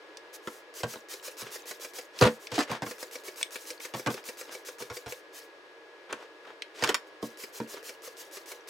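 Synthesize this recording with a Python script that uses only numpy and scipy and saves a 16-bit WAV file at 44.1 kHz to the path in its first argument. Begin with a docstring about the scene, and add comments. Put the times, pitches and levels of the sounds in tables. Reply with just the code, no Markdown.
"""A fan with a thin whine runs throughout in a small workshop. Plastic housings click, swish and knock over
a plastic tub, then a trigger bottle sprays them with cleaner: each squeeze hisses, the trigger knocks on its
stop and drops land. Just after 2 s a housing is lifted and turned, scraping and clattering against the tub.
Spraying goes on from about 3 s, pauses for more handling around 6 to 7 s, then runs to the end."""
import sys
import numpy as np
from scipy import signal
from scipy.fft import rfft, irfft, next_fast_len
from scipy.io import wavfile
from scipy.ndimage import uniform_filter1d

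SR = 44100
rng = np.random.default_rng(int(sys.argv[2]) if len(sys.argv) > 2 else 0)


def unload_audio(sound):
    """Save the sound as a 16-bit wav file, at the path given as the first command line argument."""
    columns = np.transpose(np.atleast_2d(sound))
    # keep every value between -1 and 1, then stretch to whole-number steps
    steps = np.round(np.clip(columns, -1, 1) * 32767)
    wavfile.write(sys.argv[1], SR, steps.astype(np.int16))


N = 383229
RING_TIME = np.arange(11000) / SR  # seconds since a hit
OPPOSITE = np.array([[1], [-1]])  # plus on the left, minus on the right

# Tone of the fan's rushing air: frequency_hz, level_db
FAN_TONE = [(30, -46), (130, -26.5), (240, -29.5), (310, -3), (460, 0), (610, -3.5), (710, -10.5),
            (950, -7.5), (1300, -11.5), (1950, -12.5), (3600, -20), (5200, -24.5), (7200, -33),
            (16000, -48)]
# Small plastic snaps: start_s, tick_db, ring_db, pitch_hz
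SNAPS = [(0.171, -48, -62, 5740), (2.012, -54, -65, 4720), (2.189, -41, -58, 5200),
         (2.47, -44.5, -53, 3800), (3.429, -37.5, -31, 4500), (3.804, -61, -50, 2862),
         (6.129, -46, -51, 2400), (6.621, -39, -53, 2200), (8.169, -57, -67, 5900)]
# Tone of a sharp plastic crack: frequency_hz, level_db
CRACK_TONE = [(100, -67), (900, -19), (2400, 1.5), (3600, -1), (5500, -1), (8000, -8.5), (10000, -14),
              (16000, -23)]
# Notes of stiff ribs and edges: pitch_hz, level_db, decay_s (time to fade by 60 dB)
RIB_NOTES = [(2220, 11.5, 0.017), (2980, -9, 0.027), (3490, 1.5, 0.025), (4100, -13, 0.0075),
             (5350, -6, 0.012), (6330, -7, .012), (8420, 10, 0.0091), (9070, 2, .01)]
# Gloves and wet plastic brushing past: start_s, end_s, level_db
SWISHES = [(0.326, 0.374, -46), (0.413, 0.63, -55), (2.173, 2.236, -44.5), (2.24, 2.391, -54),
           (2.388, 2.49, -53.5), (3.582, 3.668, -51), (5.132, 5.22, -61), (7.06, 7.097, -66.5)]
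# Tone of a fine, wet hiss: frequency_hz, level_db
MIST_TONE = [(150, -40), (500, -15), (900, -4), (1700, -5), (2800, -4.5), (3600, -4), (4500, -3),
             (6200, -0.5), (8000, -4.5), (9000, -6), (12000, -6.5), (14500, -8.5), (16000, -12.5)]
# A housing hits the tub or other parts:
# start_s, level_db, hardness (0 flat wall, 1 stiff edge), tub_pitch_hz, chatter_s, decay_s
KNOCKS = [(0.473, -37.5, .38, 440, .012, 0.025), (0.833, -30, 0.46, 159, .011, 0.085),
          (0.957, -46.5, .5, 280, 0.0062, 0.055), (1.42, -45, 0.47, 153, 0.019, 0.085),
          (2.212, -18, 0.25, 132, 0.0058, .1), (2.223, -20, 0.5, 180, .018, .08),
          (2.252, -22, 0.27, 205, .026, 0.084), (2.517, -38, 0.37, 130, .01, 0.094),
          (2.580, -25.5, 0, 347, 0.0055, 0.033), (2.589, -27.5, 0.68, 255, 0.026, .09),
          (2.701, -38.5, 0.35, 186, 0.0077, 0.08), (2.715, -32.5, 0.5, 224, .014, 0.051),
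          (2.821, -33, .35, 208, 0.015, .06), (2.864, -40.5, 0.37, 260, .01, .06),
          (3.938, -34.5, 0.45, 190, 0.016, .11), (4.062, -33, 0.46, 225, 0.0028, 0.043),
          (4.071, -27.5, .33, 230, .007, .1), (4.102, -39, .55, 230, .012, 0.062),
          (4.802, -44, 0.58, 180, .01, .09), (4.9, -39.5, 0.54, 80, .02, 0.059),
          (5.061, -40.5, 0.5, 78, 0.023, 0.091), (6.127, -37, 0.66, 300, .004, .04),
          (6.824, -30.5, 0.56, 169, 0.0085, .055), (6.838, -27, 0.75, 170, .008, 0.039),
          (6.875, -41.5, .98, 300, .004, .05), (6.891, -26.5, 0.67, 285, .012, 0.095),
          (6.944, -29.5, 0.97, 310, .011, 0.055), (7.227, -34.5, 0.05, 242, 0.0034, 0.072),
          (7.601, -35, .0, 250, 0.0038, 0.08)]
# Notes of the tub and of a housing's thin shell: pitch_hz, level_db, decay_s
TUB_NOTES = [(77.4, 6, 0.12), (105, 3.5, 0.12), (125, 5, 0.25), (162, -3, 0.27), (198, -11, 0.28),
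             (225.2, 1, 0.29), (292.6, 1.5, 0.2), (333, -1, 0.15), (405, 1, 0.086)]
SHELL_NOTES = [(454, 2, 0.23), (491.4, 2.5, 0.24), (616, -14, 0.12), (715, -3, 0.074), (913, 0.5, 0.054),
               (1051, -5.5, 0.2), (1121, -5, 0.12), (1444, 4.5, 0.038), (1577, -1, 0.098),
               (1876, -26, 0.093), (2044, 2, 0.031)]
# Tone of the tub's thud and of the shaken shell: frequency_hz, level_db
THUD_TONE = [(15, -42), (35, -16), (55, -1), (110, 2.5), (300, 13), (450, -16), (900, -12), (4000, -67)]
SHELL_TONE = [(40, -36), (200, -13), (420, 8), (720, -1), (1050, 1), (1600, -0.5), (2400, -6.5), (3600, -9),
              (8000, -50)]
# Runs of squeezes, timed by the trigger hitting its stop:
# first_stop_s, last_stop_s, stroke_s, hiss_db, knock_db
SQUEEZE_RUNS = [(0.804, 0.936, 0.064, -47.5, -43), (1.138, 1.557, 0.05, -45.5, -42.5),
                (1.710, 1.985, .052, -46.5, -40.5), (2.910, 2.910, 0.07, -48.5, -41.5),
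                (3.028, 3.281, .045, -48.5, -40), (3.411, 4.288, .05, -47.5, -39),
                (4.412, 4.822, .038, -48, -41), (4.968, 5.122, 0.044, -49, -39.5),
                (5.395, 5.395, 0.066, -51, -45), (7.275, 7.275, .058, -52.5, -47),
                (7.437, 7.892, 0.066, -49, -42.5), (8.075, 8.517, .058, -50, -42),
                (8.717, 8.717, .042, -45.5, -44)]
# Squeezes where the trigger barely touches its stop: time_s
SOFT_STOPS = [5.395, 7.275, 7.59, 8.22]
# Tone of a tap on the bottle: frequency_hz, level_db
BOTTLE_TONE = [(40, -35), (130, -36.5), (260, -9), (390, 5), (560, -1), (800, -10.5), (1500, -5.5),
               (2300, -5), (3300, -14), (5000, -7.5), (9000, -14), (16000, -23)]
# Notes of the bottle and its trigger: pitch_hz, level_db, decay_s
BOTTLE_NOTES = [(392, 0.5, 0.064), (507, 5, 0.064), (596, -6.5, 0.076), (1460, -7, 0.025), (2267, 1.5, .03),
                (5170, 2, 0.016)]
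# Plastic sliding on plastic: start_s, end_s, shell_db, rasp_db
RUBS = [(1.429, 1.528, -50, -54), (2.122, 2.244, -52, -53), (2.203, 2.302, -26, -37),
        (2.501, 2.664, -40, -38), (2.658, 2.797, -38.5, -47.5), (4.143, 4.211, -48, -55),
        (4.459, 4.554, -47.5, -55.5), (6.086, 6.159, -41, -59), (6.14, 6.28, -52, -61.5),
        (6.42, 6.55, -47.5, -62.5), (6.739, 6.845, -51.5, -50), (6.789, 6.941, -35, -41),
        (7.72, 7.819, -48.5, -57)]
# Stereo width of near and far sounds: frequency_hz, width_db (side minus middle)
NEAR_WIDTH = [(60, -10), (380, -41), (700, -20), (1300, -8.5), (2400, -5), (5000, -9), (8000, -21.5),
              (10500, -5.5), (15000, 2)]
FAR_WIDTH = [(100, 5), (380, -10.5), (700, -17), (1300, -1.5), (5000, -1), (8000, -13.5), (10000, -0.5),
             (15000, 1.5)]
# Tone of the room's echo: frequency_hz, level_db
ROOM_TONE = [(100, -9.0), (500, 0.5), (3000, -2.0), (8000, -4), (16000, -0.5)]
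# How the two channels differ in tone: frequency_hz, left_minus_right_db
BALANCE = [(400, 0), (1000, -1), (1700, 1.5), (5000, 1), (8000, 1), (12000, -3), (15000, -2)]


def undb(db):
    """Turn decibels into a number to multiply by."""
    return 10 ** (np.asarray(db) / 20)


def add(out, start_s, x):
    """Mix x into out from start_s on."""
    i = max(int(start_s * SR), 0)
    out[:, i:i + x.shape[-1]] += x[..., :max(N - i, 0)]


def gain_at(hz, curve):
    """Read the gain of a (frequency_hz, level_db) curve at hz."""
    curve_hz, db = np.transpose(curve)
    return undb(np.interp(np.log(hz + 1), np.log(curve_hz), db))


def shade(x, curve):
    """Turn each frequency of x up or down along a curve."""
    n = next_fast_len(x.shape[-1], real=True)
    gain = gain_at(np.arange(n // 2 + 1) * SR / n, curve)
    return irfft(rfft(x, n) * gain, n)[..., :x.shape[-1]]


def colour(x, tone):
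    """Give x a tone; white noise keeps its power."""
    n = 2 * next_fast_len(x.shape[-1] // 2 + 1024, real=True)
    gain = gain_at(np.arange(n // 2 + 1) * SR / n, tone)
    cepstrum = irfft(np.log(gain / np.sqrt(np.mean(gain ** 2))))
    # this fold makes the filter ring after a hit, never before it
    cepstrum[1:n // 2] *= 2
    cepstrum[n // 2 + 1:] = 0
    return irfft(rfft(x, n) * np.exp(rfft(cepstrum)), n)[..., :x.shape[-1]]


def favour(tone, centre_hz, slope_db):
    """The spot touched favours one pitch; each octave away from it loses slope_db."""
    return [(hz, db - slope_db * abs(np.log2(hz / centre_hz))) for hz, db in tone]


def noise(force, tone, width=NEAR_WIDTH, grain_db=0):
    """Stereo noise whose loudness follows force; grain_db makes it gritty."""
    size = undb(grain_db * np.minimum(rng.exponential(size=len(force)), 6))
    mid, side = rng.standard_normal((2, len(force))) * force * size / np.sqrt(np.mean(size ** 2))
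    return colour(mid + OPPOSITE * shade(side, width), tone)


def wander(n, rate_hz):
    """A smooth random drift, mostly between -1 and 1."""
    step = max(int(SR / rate_hz), 1)
    return uniform_filter1d(np.repeat(rng.standard_normal(n // step + 1), step)[:n], step)


def fade(decay_s):
    """A struck thing dies away, by 60 dB in decay_s."""
    return np.exp(-np.log(1000) * RING_TIME / decay_s)


def at_level(x, db):
    """Give a hit the energy of 20 ms of steady sound at db."""
    return x * undb(db) / np.sqrt(np.sum(x.mean(0) ** 2) / (SR * .02))


def ring(notes, centre_hz, octaves):
    """A struck thing rings with its own notes; those near centre_hz are favoured."""
    out = 0
    for hz, db, decay_s in notes:
        size, detune, lag = rng.standard_normal(3)
        weight = undb(db + 1.6 * size) * np.exp(-.5 * (np.log2(hz / centre_hz) / octaves) ** 2)
        stereo_phase = OPPOSITE * lag * gain_at(hz, NEAR_WIDTH)
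        envelope = fade(decay_s) * np.minimum(RING_TIME * hz, 1)  # builds up over one cycle
        wave = np.sin(2 * np.pi * hz * (1 + 0.0052 * detune) * RING_TIME + stereo_phase)
        out = out + rng.choice([-1, 1]) * weight * envelope * wave
    return out


def fan(drone_hz=464, whine_hz=1674):
    """Rushing air, a wavering low drone and the motor's thin whine."""
    t = np.arange(N) / SR
    air = noise(undb(-53 + .5 * wander(N, 3)), FAN_TONE, FAR_WIDTH)
    drone = np.sin(2 * np.pi * drone_hz * t + 2.54 * wander(N, 14))
    drone *= undb(-63 + 4.3 * wander(N, 6))
    whine = np.array([np.sin(2 * np.pi * whine_hz * t + 0.83 * wander(N, 5.4)) * undb(db)
                      for db in (-60, -63)])  # left, right
    return air + np.sqrt(2) * (drone + whine)


def snaps():
    """Stiff edges flick past each other: a dry tick and a brief ring of the ribs."""
    out = np.zeros((2, N))
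    for start, tick_db, ring_db, hz in SNAPS:
        tick = noise(fade(0.028), favour(CRACK_TONE, hz, slope_db=6.5))
        add(out, start, at_level(tick, tick_db))
        add(out, start, at_level(ring(RIB_NOTES, hz, octaves=0.77), ring_db))
    return out


def swishes():
    """Light, wet sliding makes only a fine, bright hiss."""
    out = np.zeros((2, N))
    for start, end, db in SWISHES:
        push = np.sin(np.linspace(0, np.pi, int((end - start) * SR)))
        add(out, start, noise(push, favour(MIST_TONE, 8600, slope_db=2), grain_db=2) * undb(db))
    return out


def chatter(length_s, rate_hz=600, bounce=0.75):
    """One contact, then uneven bounces that grow weaker."""
    hits = np.zeros(int(length_s * SR) + 2)
    count = int(length_s * rate_hz) + 1
    at = rng.integers(1, len(hits), count)
    strength = bounce * (1 - .5 * at / len(hits)) * rng.uniform(0.55, 1, count)
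    hits[at] = strength * rng.choice([-1, 1], count)
    hits[0] = 1
    return hits[None]


def knocks(give_s=0.0017, settle_s=0.1):
    """Each knock booms the tub, rings the housing's thin shell and cracks where they touch."""
    out = np.zeros((2, N))
    pan = undb(-0.5 * OPPOSITE)  # a little to the right
    # the heavy tub floor is slow to give way; the housing settles on it and stops the boom
    give = (1 - np.exp(-RING_TIME / give_s)) * np.exp(-(RING_TIME / settle_s) ** 2)
    for start, db, hardness, tub_hz, chatter_s, decay_s in KNOCKS:
        # a flat hit booms the tub; a harder one rings the shell higher and cracks more
        shell_hz = 452 * 2 ** (1.95 * hardness)
        tub_db = db + 1.5 - 29.5 * hardness ** 2
        crack_db = db - 16.5 + 18.5 * hardness
        hits = chatter(chatter_s)
        boom = at_level(ring(TUB_NOTES, tub_hz, octaves=0.54) * give * fade(8 * decay_s), 0)
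        thud = at_level(noise(fade(1.07 * decay_s) * give, favour(THUD_TONE, tub_hz, slope_db=2)), -5)
        # a few clear notes stand out from a blur of many; a firm grip damps them all
        blur = at_level(noise(fade(decay_s), favour(SHELL_TONE, shell_hz, slope_db=5.5)), 0)
        clear = at_level(ring(SHELL_NOTES, shell_hz, octaves=0.93) * fade(4 * decay_s), -2)
        crack = noise(fade(0.01) + undb(-14) * fade(0.067), CRACK_TONE)
        add(out, start, at_level(boom + thud, tub_db))
        add(out, start, pan * at_level(signal.fftconvolve(blur + clear, hits), db))
        add(out, start, pan * at_level(signal.fftconvolve(crack, hits), crack_db))
    return out


def squeezes(period_s=.14, soft_db=-16):
    """The hand pumps evenly, no two squeezes quite alike: gives start_s, stop_s, hiss_db, knock_db."""
    for first, last, stroke, hiss_db, knock_db in SQUEEZE_RUNS:
        for stop in np.linspace(first, last, round((last - first) / period_s) + 1):
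            slow, firm = rng.standard_normal(2)
            is_soft = any(abs(stop - s) < period_s / 2 for s in SOFT_STOPS)
            start = stop - stroke * (1 + .03 * slow)
            yield start, stop, hiss_db, knock_db + 0.65 * firm + soft_db * is_soft


def spray(cutoff_s=0.0067, mist_s=0.05, mist_db=-13):
    """Pressure builds into a hiss, the trigger knocks the hollow bottle, the pump sucks itself full."""
    out = np.zeros((2, N))
    for start, stop, hiss_db, knock_db in squeezes():
        stroke = stop - start
        since_stop = np.maximum(RING_TIME - stroke + 0.00062, 0)
        pressure = np.clip(RING_TIME / (.5 * stroke), 0, 1) ** 0.92
        shutoff = np.exp(-since_stop / cutoff_s) + undb(mist_db) * np.exp(-since_stop / mist_s)
        jet = pressure * shutoff / (1 + undb(mist_db))
        refill = undb(-16) * np.exp(-.5 * ((RING_TIME - stroke - .042) / 0.02) ** 2)
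        sputter = undb(.7 * wander(len(RING_TIME), 257))
        hiss = noise((jet + refill) * sputter, MIST_TONE) * undb(hiss_db + 3)
        add(out, start - .002, hiss)
        # the tub wall throws the hiss back from a different distance each time
        add(out, start - .002 + rng.uniform(.0004, .002), .3 * hiss)
        tap = at_level(noise(fade(0.062), BOTTLE_TONE), 0)
        hollow = at_level(ring(BOTTLE_NOTES, 1000, octaves=2.4), -2)
        add(out, stop, at_level(signal.fftconvolve(tap + hollow, chatter(.005)), knock_db))
        add(out, stop - .03, at_level(droplets(), hiss_db - 4))
        # the trigger takes up its slack with a lighter tap
        slack_db = min(knock_db, hiss_db + 7.5) - 13
        add(out, start, at_level(noise(fade(0.023), BOTTLE_TONE), slack_db))
    return out


def droplets(count=24, typical_hz=4400, decay_s=0.015, delay_s=0.041):
    """Drops land on wet plastic, each a tiny ping of its own pitch."""
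    out = 0
    for late, size, pitch, place in rng.standard_normal((count, 4)):
        t = np.maximum(RING_TIME - delay_s * np.exp(.5 * late), 0)
        hz = min(typical_hz * 2 ** (.5 * pitch), SR / 3)
        ping = np.exp(-np.log(1000) * t / decay_s) * np.sin(2 * np.pi * hz * t)
        out = out + undb(2.7 * size) * ping * (1 + OPPOSITE * 0.37 * place)
    return out


def rubs(catch_db=3, catch_hz=130):
    """Sliding plastic catches and slips, shaking the shell and rasping."""
    out = np.zeros((2, N))
    for start, end, shell_db, rasp_db in RUBS:
        n = int((end - start) * SR)
        push = np.sin(np.linspace(0, np.pi, n)) * undb(catch_db * wander(n, catch_hz))
        add(out, start, noise(push, SHELL_TONE, grain_db=4) * undb(shell_db))
        add(out, start, noise(push, CRACK_TONE, grain_db=2) * undb(rasp_db))
    return out


def room(x, decay_s=0.17, echo_db=-10.5):
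    """The cluttered workshop answers with a short, dull echo."""
    tail = noise(fade(decay_s) * np.clip(RING_TIME / 0.0053, 0, 1), ROOM_TONE, FAR_WIDTH)
    tail = tail / np.sqrt(np.sum(tail ** 2) / 2)
    return x + undb(echo_db) * signal.fftconvolve(x.mean(0)[None], tail)[:, :N]


def scene():
    """Spraying and handling in the room, over the fan."""
    return room(spray() + knocks() + snaps() + rubs() + swishes()) + fan()


def record(dry, low_hz=38, top_hz=15850):
    """Give left and right their own tone, then cut the deepest rumble and the highest treble."""
    stereo = np.array([shade(channel, [(hz, side * db / 2) for hz, db in BALANCE])
                       for channel, side in zip(dry, (1, -1))])
    stereo = signal.sosfilt(signal.butter(1, low_hz, "high", fs=SR, output="sos"), stereo)
    return signal.sosfilt(signal.ellip(10, .2, 70, top_hz, fs=SR, output="sos"), stereo)


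dry = scene()
out = record(dry)
unload_audio(out)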